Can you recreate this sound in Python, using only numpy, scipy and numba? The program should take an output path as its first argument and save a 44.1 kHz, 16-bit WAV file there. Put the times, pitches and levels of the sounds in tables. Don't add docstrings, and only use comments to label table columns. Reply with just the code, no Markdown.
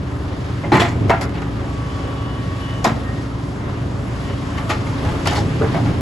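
import sys
import numpy as np
from numba import njit
from scipy import signal
from scipy.fft import rfft, irfft, next_fast_len
from scipy.io import wavfile
from scipy.ndimage import uniform_filter1d, minimum_filter1d

SR = 44100
rng = np.random.default_rng(int(sys.argv[2]) if len(sys.argv) > 2 else 0)


def put_to_file(sound):
    columns = np.atleast_2d(sound).T
    safe = np.clip(columns, -1, 1)
    whole_steps = np.round(safe * 32767)
    wavfile.write(sys.argv[1], SR, whole_steps.astype(np.int16))


def level_to_linear(level):
    exponent = np.asarray(level, float) / 20
    return 10 ** exponent


N = 265021
T = np.arange(N) / SR
START_TURN = 0.3034

# f/Hz, level/dB, wander/Hz
TRUCK_TONES = [(40.5, -64, 0.37), (62.95, -34.5, 1.45), (79.9, -36, 0.557)]
# multiple of shaft rate, level/dB
ENGINE_ORDERS = [(2, -64), (3, -39), (4, -33), (4.5, -43), (5, -30), (5.5, -45), (6, -42), (7, -49),
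                 (8, -40.5), (9, -58), (11, -42.5), (12, -35), (13, -41.5), (14, -67), (15, -47.5),
                 (16, -50), (17, -49.5), (19, -54.5), (24, -46.5)]
# t/s, shaft rate/(turns per s)
SHAFT_SPEED = [(0, 23.8), (2.8, 22.7), (3.6, 23.44), (6.01, 22.75)]
# t/s, engine load level/dB, track drag level/dB
EFFORT = [(0.0, 0, -3), (0.4, -1, 1), (1.3, 2.5, -3), (1.75, 0.5, 1.5), (2.25, -.5, 1), (2.75, -2, 3),
          (3.15, 0, 2), (3.5, -0.5, 0), (3.9, -0.5, -1), (4.25, 1.5, 2), (4.5, 1.5, 2.5), (4.85, 3, 2),
          (5.15, 4.5, 3), (5.45, 5, 2.5), (5.7, 6, 2), (6.01, 6, 1)]
# f/Hz, level/dB per Hz
ROAR_COLOUR = [(15, -16), (25, -16), (53, -7), (92, -1), (126, 0), (225, -8), (279, -9), (511, -16.5),
               (562, -17.5), (699, -19), (1130, -20.5), (2070, -31.5), (4820, -37.5), (8000, -44.5),
               (10400, -46), (17600, -120)]
# f/Hz, level/dB per Hz
ROAR_TREBLE = [(9000, -41.5), (11500, -50.5), (12500, -81)]
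# start t/s, end t/s, f/Hz, level/dB
ROLLER_SQUEALS = [(1.62, 2.88, 1134, -41.5), (2.9, 3.45, 1124, -51), (2.3, 2.86, 1872, -53),
                  (2.92, 3.26, 1868, -47.5), (1.76, 2.02, 3010, -56), (1.94, 2.2, 2985, -53),
                  (2.1, 2.46, 2975, -49.5), (2.56, 2.87, 2975, -48), (1.85, 2.76, 3385, -55.5),
                  (4.2, 4.56, 1098, -47), (4.2, 4.34, 1868, -50), (4.22, 4.39, 2955, -47),
                  (4.3, 4.55, 3315, -56)]
# t/s, peak level/dB, lowest f/Hz, highest f/Hz, t60/s
SHOE_RATTLES = [(0.721, -26, 2500, 4800, 0.13), (.734, -35, 4500, 8000, .06), (.747, -29, 3000, 8000, .05),
                (.797, -18.5, 1490, 4200, 0.2), (0.813, -34, 2200, 4250, 0.12),
                (0.846, -30, 800, 2600, 0.28), (.886, -28, 3500, 8000, 0.067),
                (.914, -36, 3000, 8000, 0.063), (1.136, -25, 600, 1700, 0.17),
                (1.165, -42, 500, 2140, 0.23), (1.216, -21.5, 500, 1490, 0.14),
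                (1.237, -30, 696, 1590, 0.17), (1.316, -40, 600, 2200, 0.086),
                (1.347, -36, 1800, 3600, 0.074), (1.378, -28, 1680, 3400, 0.045),
                (1.419, -24.5, 500, 1760, 0.07), (1.44, -38, 2200, 3320, 0.087),
                (2.846, -16, 600, 1420, 0.23), (2.851, -28, 1500, 6000, 0.2), (2.885, -27, 600, 2160, 0.21),
                (4.7, -23.5, 1200, 4870, 0.18), (5.048, -25.5, 600, 2500, .1),
                (5.087, -27, 800, 3000, 0.066), (5.284, -27, 500, 3500, 0.32),
                (5.312, -25, 500, 1100, 0.45), (5.355, -30.5, 3000, 6000, 0.23),
                (5.375, -30, 504, 1290, 0.36), (5.377, -32, 4800, 7800, 0.14), (5.616, -28, 600, 1470, .15),
                (5.655, -30, 400, 1300, .15), (5.742, -18.5, 600, 820, .25), (5.79, -26, 400, 1000, 0.17),
                (5.858, -28.5, 490, 1600, 0.17), (5.879, -33, 1500, 3000, .08), (.724, -16, 700, 1300, .12),
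                (.738, -16, 1000, 2500, .15), (.728, -8, 120, 300, .25), (5.36, -27, 700, 2300, .15),
                (.31, -28, 400, 900, .15)]
# t/s, peak level/dB, lowest f/Hz, highest f/Hz, t60/s
ROUGH_MODES = [(1.218, -40, 1980, 2120, .35), (1.135, -32, 1870, 2300, 0.18), (1.125, -26, 1280, 1520, .3),
               (1.11, -38, 2560, 2740, 0.23), (.85, -39, 4050, 4300, .17), (.846, -33, 3300, 3550, 0.15),
               (.852, -29, 1900, 2300, 0.21), (.638, -35, 1950, 2220, .15),
               (4.702, -23.5, 1900, 2500, 0.13), (5.26, -27, 4600, 5400, .06),
               (5.272, -24, 4500, 4700, 0.069), (5.315, -33.5, 1980, 2400, .3),
               (5.762, -27, 900, 1400, .15)]
# t/s, snap level/dB, drag level/dB, drag length/s
EDGE_SNAPS = [(0.8, -35, -45, 0.087), (1.084, -37, -55, .05), (1.21, -32, -35, 0.06),
              (1.418, -36, -63, .03), (2.843, -15.5, -30.5, 0.065), (4.57, -40, -60, .03),
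              (4.72, -41, -54, .05), (5.05, -35, -60, .03), (5.255, -25, -50, .02),
              (5.271, -14.5, -34.5, .15), (0.725, -36, -42, 0.14), (5.745, -38, -49, 0.044),
              (4.691, -37, -55, 0.041)]
# t/s, peak level/dB, f/Hz, t60/s
FRAME_BOOMS = [(0.407, -13, 111, 0.06), (0.657, -13, 102.5, 0.56), (0.721, -4.5, 298.6, 0.2),
               (0.729, -9.5, 193, 0.36), (0.745, 3, 129, 0.11), (0.802, -3, 111, 0.24),
               (0.958, -10.5, 85.5, 0.34), (1.009, -7.5, 106.6, 0.33), (1.049, -6, 107, 0.28),
               (1.098, 3.5, 72.4, 0.046), (1.349, -18, 110, 0.65), (2.84, -15, 111, 0.12),
               (2.865, -11, 221.3, 0.53), (3.659, -23, 117, 0.29), (3.91, -19, 113, 0.12),
               (4.256, -20.5, 108, 0.32), (4.302, -13.5, 109, 0.38), (5.058, -13, 99, 0.35),
               (5.13, -10.5, 72.4, 0.19), (5.259, -11.5, 94.2, 0.49), (5.38, -15, 92, 0.66),
               (5.407, -12.5, 106.2, 0.35), (5.629, -9.5, 94.4, 0.2), (5.689, -15, 191, 0.11),
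               (5.737, -9.5, 157.5, 0.26), (5.799, -14.5, 111.3, 0.7), (5.879, -12, 121, 0.4),
               (5.917, -36, 100, 0.4)]
# f/Hz, level/dB, t60/s
FRONT_MODES = [(356.5, 2.5, 0.75), (690, -12, 0.48), (873, -1, 0.41), (1255, -5, 5.0), (1427, -9, 2.6),
               (1840, -5.5, 0.45), (2086, -7, 0.33), (2270, -9, 0.32), (2606, -19, 5.0), (2853, -30, 5.0),
               (3030, -29, 5.0), (4110, -11, 0.27)]
# f/Hz, level/dB, t60/s
RAMP_MODES = [(680, -10, 0.89), (1270, -17, 0.14), (1940, -6, 5.0), (2600, -31, 5.0), (2980, -10, 0.15),
              (3400, 1, 0.09), (3930, -19, 0.1), (4120, 0, 0.049)]
# f/Hz, level/dB, t60/s
SIDE_MODES = [(360, 3, 0.039), (672, -6, 0.27), (716, -13, 0.16), (880, -28, 0.11), (954, -19, 0.24),
              (1165, -17, 0.12), (1300, -25, 0.19), (1360, -15, 0.36), (1670, -20, 0.98), (1870, -36, 5.0),
              (2170, -15, 0.11), (2680, -23, 0.14), (3521, -42, 0.22)]
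# f/Hz, level/dB, t60/s
MIDDLE_MODES = [(488, -9, 0.31), (659, 6.5, 0.14), (854, -3, 0.22), (948, -10, 5.0), (1100, -19, 1.8),
                (1226, -13, 1.1), (1360, -21, 0.36), (2080, -16, 0.37), (2430, -22, 0.34),
                (3230, -32, 0.41), (3740, -13, 0.21), (4430, -35, 0.74)]
# f/Hz, level/dB, t60/s
TAIL_MODES = [(710, -3.5, 0.14), (1790, -10, 0.31), (2240, -16, 0.13), (2347, -19, 0.22),
              (2950, -6.5, 0.13), (3210, -11, 0.2), (3655, -12, 0.19), (4750, -20, 5.0), (5100, -5, 0.099),
              (5660, -14, 0.054)]
# f/Hz, level/dB, t60/s
LIP_MODES = [(815, -5, 0.66), (2000, -1, 0.032), (2290, -14, 0.084), (3480, -17, 0.29), (3747, -23, 0.38),
             (4140, -19, 0.36), (4460, -15, 0.19), (5240, -15, 0.2), (5100, -17, 0.18), (6000, -31, 0.17)]
# f/Hz, level/dB, t60/s
BEAM_MODES = [(433, -18, 0.1), (592, -3, 0.11), (792, -9, 0.18), (1137, -15, 1.0), (1250, -7.5, 0.064),
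              (1460, -19, 0.15)]
DECK_PLATES = [FRONT_MODES, RAMP_MODES, SIDE_MODES, MIDDLE_MODES, TAIL_MODES, LIP_MODES, BEAM_MODES]
# t/s, level/dB, longest t60/s
PLATE_BLOWS = [
    (.721, -18, 0.37),
    (.799, -22.5, .3),
    (1.099, -9, 0.3),
    (2.845, -21, 0.34),
    (5.272, -20, 0.23),
    (5.356, -20.5, 0.25),
    (5.609, -16, 0.12),
]
# f/Hz, level/dB, t60/s
SHOE_MODES = [(363, -3, 0.22), (456, -22, 0.097), (671, -5, 0.069), (851, -3.5, 0.26), (933, -4, 0.065),
              (1020, -26, 1.3), (1190, -28, 0.07), (1380, -20.5, 0.46), (2033, -11, 0.088),
              (2275, -22, 0.2), (2570, -55, 0.084)]
# t/s, body peak level/dB, treble level against body/dB, strongest f/Hz, t60/s
SHOE_CLANKS = [(0.636, -19, -31, 570, 0.31), (0.721, -6.5, -25, 870, 0.14), (0.735, -8.5, -17, 1028, 0.25),
               (0.750, -11.5, -17, 753, 0.1), (0.769, -15, -15, 750, 0.19),
               (0.799, -14, -10.5, 1180, 0.066), (0.816, -9.5, -18, 698, 0.15),
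               (0.852, -17.5, -20, 800, 0.18), (0.884, -27, -17, 697, 0.13),
               (1.098, -3.5, -22.5, 690, 0.083), (1.213, -20, -20, 592, 0.13), (1.345, -26, -17, 716, 0.26),
               (1.418, -25, -23, 432, 0.095), (2.844, -26.5, 1.5, 1014, 0.18), (2.847, -8, -26, 702, 0.096),
               (4.263, -33.5, -8, 403, 0.39), (4.299, -25.5, -24, 566, 0.16),
               (4.577, -24.5, -11.5, 1110, 0.13), (4.694, -19.5, -9.5, 1237, 0.19),
               (4.704, -15.5, -14, 1153, 0.12), (4.868, -27, -13, 1233, 0.14),
               (5.045, -20.5, -36, 505, 0.29), (5.089, -23, -20, 880, 0.19), (5.261, -16, -14, 928, 0.085),
               (5.272, -17, -11.5, 680, 0.1), (5.316, -14.5, -34, 723, 0.19), (5.354, -28.5, -5, 413, 0.18),
               (5.379, -17, -32, 810, 0.1), (5.617, -17.5, -33, 560, 0.1), (5.644, -15.5, -35, 605, 0.13),
               (5.743, -18, -23, 680, 0.16), (5.856, -23, -22, 425, 0.34)]
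# t/s, f/Hz, peak level/dB, t60/s
PIN_PINGS = [(.638, 2100, -39, .12), (5.609, 440, -14, .17), (5.643, 450, -19, .18), (.787, 7375, -38, .33),
             (.85, 7375, -44, .12), (.8, 4200, -33, .15), (.84, 3450, -42, .2), (1.099, 945, -16, .12),
             (1.136, 760, -18, .12), (2.846, 1050, -15, .1), (2.846, 740, -15, .12), (.812, 340, -18, .15),
             (4.576, 1150, -25, .07), (4.577, 3050, -35, .07), (4.616, 1200, -32, .08),
             (4.617, 3000, -42, .05), (4.705, 1180, -25, .11), (2.846, 1880, -26, .1), (.81, 8150, -46, .3),
             (2.735, 7750, -54, .12), (4.577, 1830, -29, .06), (4.706, 1860, -26, .12),
             (5.36, 7200, -46, .2), (5.272, 3100, -33, .1), (5.75, 2200, -34, .12), (5.745, 1590, -33, .08)]
# f/Hz, sum level/dB, difference level/dB, lean to the left/0-1
PORT_RESPONSE = [(60, -1.5, -26, 0.05), (200, -0.5, -15, 0), (590, 0, -3.5, 0), (1190, 0.5, -3.5, 0),
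                 (2020, 1.5, 2, 0.1), (3000, 1.5, -3, 0.28), (6300, -2, -7, 0.05)]
# f/Hz, sum level/dB, difference level/dB, lean to the left/0-1
TREBLE_GAPS = [(6200, 0, -6, .05), (6500, 0, -50, 0), (7450, 0, -50, 0), (7800, 0, -5, 0), (8200, -3, -2, 0),
               (8450, -50, 0, 0), (9550, -50, 0, 0), (9850, -9, -1, 0), (10200, -2, -3, 0),
               (10600, 0, -50, 0), (11700, 0, -50, 0), (12100, -40, -70, 0)]
NOTCH_LEAKS = [1.105, 2.846, 5.26, 5.28]


def shape(x, hz, db):
    size = next_fast_len(x.shape[-1])
    f = np.log(np.arange(size // 2 + 1) * SR / size + 1)
    gain = level_to_linear(np.interp(f, np.log(hz), db))
    return irfft(rfft(x, size) * gain, size)[..., :x.shape[-1]]


def band(x, lo_hz, hi_hz):
    return signal.sosfilt(signal.butter(2, [lo_hz, hi_hz], "bandpass", fs=SR, output="sos"), x)


def walk(rate):
    hold = int(SR / rate / 64)
    steps = np.arange(N // 64 + 2)
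    held = rng.standard_normal(512)[steps // hold % 512]
    slewed = uniform_filter1d(uniform_filter1d(held, hold), hold)
    return np.interp(T, steps * 64 / SR, 1.3 * slewed)


def grains(count, length):
    return np.repeat(rng.standard_normal(count // length + 1), length)[:count]


def rise(t, seconds):
    return 1 - np.exp(-t / seconds)


def fall(t, t60):
    return np.exp(-np.log(1000) * t / t60)


def tone(hz, db, turn):
    phase = 2j * np.pi * (np.cumsum(hz) / SR + turn)
    z = np.sqrt(2) * np.exp(phase + db * np.log(10) / 20)
    return np.array([z.imag, z.real])


def add(out, x, s):
    i = int(s * SR)
    out[:, i:i + x.shape[1]] += x[:, :N - i]


def set_side(x, side_db):
    return x * np.array([[1], [level_to_linear(side_db)]])


@njit(fastmath=True)
def ring(x, hz, gain, decay):
    out = np.zeros(x.shape)
    for k in range(len(hz)):
        pole = np.exp((2j * np.pi * hz[k] - decay[k]) / SR)
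        for c in range(2):
            z = 0j
            for i in range(x.shape[1]):
                z = z * pole + x[c, i]
                out[c, i] += gain[k] * z.imag
    return out


def yard_echo(hits):
    level_db, t60_s, first_echo_s = -12.5, 0.48, .015
    t = T[:SR // 2]
    tail = rng.standard_normal((2, len(t))) * fall(t, t60_s) * (t > first_echo_s)
    tail = tail * level_to_linear(level_db) / np.linalg.norm(tail[0])
    return signal.fftconvolve(hits[:1], tail, axes=1)[:, :N]


def idling_truck():
    out = np.zeros((2, N))
    for hz, db, wander_hz in TRUCK_TONES:
        out += tone(hz + wander_hz * walk(2.028), db + 2.6 * walk(2.64), rng.random())
    return out


def roar(shaft, rumble_db, mid_db, hiss_db):
    spacing = .75
    hz, db = np.transpose(ROAR_COLOUR[:-2] + ROAR_TREBLE)
    size = next_fast_len(N)
    octave = np.log2(np.arange(size // 2 + 1) * SR / size + 1)
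    colour = level_to_linear(np.interp(octave, np.log2(hz), db))
    spectrum = rfft(rng.standard_normal((2, size))) * colour
    throb = np.cos(2 * np.pi * (np.cumsum(shaft) / SR + START_TURN - .1))
    shared = walk(4.65)
    out = np.zeros((2, N))
    for centre in np.arange(4.5, 14.3, spacing):
        window = np.clip(1 - abs(octave - centre) / spacing, 0, 1) ** .5
        part = irfft(spectrum * window, size)[:, :N]
        low, high = np.clip(8.6 - centre, 0, 1), np.clip(centre - 10.6, 0, 1)
        load = low * rumble_db + high * hiss_db + (1 - low - high) * mid_db
        out += part * level_to_linear(load + .5 * shared + 1.3 * walk(14) + .6 * throb)
    return out * level_to_linear(-6.0)


def engine(shaft, load_db):
    pipe_spread = .02
    out = np.zeros((2, N))
    for order, db in ENGINE_ORDERS:
        level_db = db + .5 * load_db + 0.97 * walk(4.19)
        turn = order * START_TURN - pipe_spread * order * order + 0.054 * walk(2.96)
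        out += tone(order * shaft, level_db, turn)
    return out


def roller_squeals():
    sag_per_s = .012
    out = np.zeros((2, N))
    for start, end, first_hz, db in ROLLER_SQUEALS:
        t = T[:int((end - start) * SR)]
        tremble = (1 + .003 * walk(4) + .0035 * walk(60))[:len(t)]
        hz = first_hz * (1 - sag_per_s * t) * tremble
        ends = np.clip(np.minimum(t, t[::-1]) / .08, 0, 1)
        swell = level_to_linear(2.0 * walk(20)[:len(t)]) * ends
        add(out, tone(hz, db, 0) * swell, start)
    return out


def shoe_rattles():
    rise_s, grit_db, side_db = 0.0084, 0.5, -2.5
    out, t = np.zeros((2, N)), np.arange(SR // 5) / SR
    for s, peak_db, lo_hz, hi_hz, t60 in SHOE_RATTLES + ROUGH_MODES:
        noise = band(rng.standard_normal((2, len(t))), lo_hz, hi_hz)
        steps = np.repeat(rng.standard_normal(len(t) // 128 + 1), 128)
        grit = level_to_linear(grit_db * uniform_filter1d(steps, size=64)[:len(t)])
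        ending = np.clip((t[-1] - t) / .03, 0, 1)
        envelope = rise(t, rise_s) * fall(t, np.clip(t60, .03, .5)) * ending
        add(out, noise / noise.std() * grit * envelope * level_to_linear(peak_db), s - .002)
    return set_side(out, side_db)


def edge_snaps():
    snap_s = .004
    out, t = np.zeros((2, N)), np.arange(SR // 4) / SR
    for s, snap_db, drag_db, length in EDGE_SNAPS:
        noise = rng.standard_normal((2, len(t)))
        noise = shape(noise, [300, 1500, 5000, 8000, 11500], [-11, -15, 4.5, -2.5, -6.5])
        grit = level_to_linear(3.5 * grains(len(t), 128))
        drag = level_to_linear(drag_db) * grit * np.clip((length - t) / 0.039, 0, 1)
        snap = level_to_linear(snap_db) * np.exp(-t / snap_s)
        add(out, noise * (snap + drag) * np.clip(t / .001, 0, 1), s)
    return set_side(out, 2.5)


def frame_booms():
    out, t = np.zeros((2, N)), np.arange(SR // 2) / SR
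    for s, peak_db, hz, t60 in FRAME_BOOMS:
        thud = band(rng.standard_normal((2, len(t))), 111, 313)
        body = tone(hz + 0 * t, 0, 0) + 0.75 * thud / thud.std()
        envelope = rise(t, 0.0037) * fall(t, np.clip(t60, .04, 1))
        add(out, body * envelope * level_to_linear(peak_db - 7.0), s - .004)
    return out


def deck_plates():
    chatter_s, chatter_db, chatter_pitch = .012, 3, .008
    out, t = np.zeros((2, N)), np.arange(SR // 4) / SR
    knots = np.arange(0, .26, chatter_s)
    for (s, level_db, longest), modes in zip(PLATE_BLOWS, DECK_PLATES):
        for hz, db, t60 in modes:
            loud, pitch = (np.interp(t, knots, row) for row in rng.standard_normal((2, len(knots))))
            envelope = rise(t, 0.0042) * fall(t, np.clip(t60, .04, longest))
            mode_level_db = level_db + db + chatter_db * loud
            mode = tone(hz * (1 + chatter_pitch * pitch), mode_level_db, rng.random())
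            add(out, mode * envelope, s)
    return set_side(out, -7.0)


def pin_pings():
    out, t = np.zeros((2, N)), np.arange(SR // 5) / SR
    for s, hz, peak_db, t60 in PIN_PINGS:
        add(out, tone(hz + 0 * t, peak_db, 0) * rise(t, 0.0017) * fall(t, t60), s)
    return set_side(out, -6.0)


def shoe_clanks():
    clack_db, clack_per_hardness = 4, 0.57
    bounce_s, bounce_db, bounce_hz = 0.032, -11.5, 2410
    out, t = np.zeros((2, N)), np.arange(SR // 5) / SR
    hz, db, t60s = np.transpose(SHOE_MODES)
    edges = np.array([350, 1400, 4000, 8000]) * 2048 // SR
    landing = np.exp(-t / .007) * rise(t, .004)
    rocking = level_to_linear(bounce_db) * np.interp(t - bounce_s, t, landing)
    for s, body_db, hard_db, own_hz, t60 in SHOE_CLANKS:
        detune, strike = rng.standard_normal((2, len(SHOE_MODES)))
        place, size, damping = rng.random((3, 38))
        noise = rng.standard_normal((2, 2, len(t)))
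        contacts = level_to_linear(2.5 * grains(len(t), 100))

        decay_rate = np.log(1000) / np.clip(t60, .03, 1)
        mode_hz = np.r_[hz * (1 + .02 * detune), own_hz, 400 * 28 ** place]
        mode_db = np.r_[db + 3.0 * strike, 1.5, -7 - 20 * place - 7 * size]
        deck_damping = .55 + .9 * damping + 3 * place ** 2
        decay = decay_rate * np.r_[.2 / np.clip(t60s, .1, .35), 1.1, deck_damping]
        rattle = contacts * (noise[0] * landing + band(noise[0], 340, bounce_hz) * rocking)
        rung = ring(rattle, mode_hz, level_to_linear(mode_db), decay)

        crash = shape(noise[1], [400, 1000, 8000, 12000], [7.5, 5.5, -28.5, -39]) * contacts
        crash *= rise(t, .003) * np.exp(-decay_rate * t)
        rocked = np.roll(crash, int(bounce_s * SR), axis=1)
        crash = crash + band(rocked, 540, bounce_hz) * level_to_linear(bounce_db - 1.0)
        hit = rung / rung[:, :1024].std() + level_to_linear(-1.5) * crash / crash[:, :1024].std()

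        spectrum = np.mean(abs(rfft(hit[:, :2048])) ** 2, axis=0)
        power = np.add.reduceat(spectrum, edges)[:3] / 2 ** 20
        wanted_db = body_db + np.array([0, clack_db + clack_per_hardness * hard_db, hard_db])
        body, clack, tick = wanted_db - 10 * np.log10(power) - 7.0
        tilt_db = [body - 20, body - 4.0, body, body, clack, tick]
        add(out, shape(hit, [150, 350, 600, 900, 2200, 5200], tilt_db), s - .003)
    return set_side(out, -6.0)


def scene():
    s, *columns = np.transpose(EFFORT)
    rumble_db, drag_db = (np.interp(T, s, column) for column in columns)
    mid_db = 0.58 * rumble_db + 0.41 * drag_db
    hiss_db = 0.57 * rumble_db + drag_db
    shaft = np.interp(T, *np.transpose(SHAFT_SPEED)) * (1 + 0.00095 * walk(1.515))
    hits = shoe_clanks() + pin_pings() + frame_booms()
    background = idling_truck() + yard_echo(hits)
    machine = roar(shaft, rumble_db, mid_db, hiss_db) + engine(shaft, rumble_db)
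    steel = roller_squeals() + shoe_rattles() + edge_snaps() + deck_plates()
    return background + machine + steel + hits


def band_limit(x):
    return signal.sosfilt(signal.butter(12, 12580, fs=SR, output="sos"), x)


def record(dry):
    leak_db, leak_s = -12, .018
    hz, sum_db, difference_db, lean = np.transpose(PORT_RESPONSE + TREBLE_GAPS)
    peak = -minimum_filter1d(-abs(dry[0]) - .5 * abs(dry[1]), size=220)
    ahead, aside = dry * uniform_filter1d(np.clip(.92 / peak, 0, 1), size=220)
    mid = shape(ahead, hz, sum_db)
    opening = sum(np.clip(2 - 2 * abs(T - s) / leak_s, 0, 1) for s in NOTCH_LEAKS)
    leak = shape(ahead, [8200, 8450, 9700, 10100], [-80, 0, 0, -80])
    mid = mid + level_to_linear(leak_db) * np.clip(opening, 0, 1) * leak
    lean_db = 20 * np.log10(np.clip(lean, 1e-4, .9))
    side = shape(aside, hz, difference_db) + shape(mid, hz, lean_db)
    return band_limit(np.array([mid + side, mid - side]))


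dry = scene()
out = record(dry)
put_to_file(out)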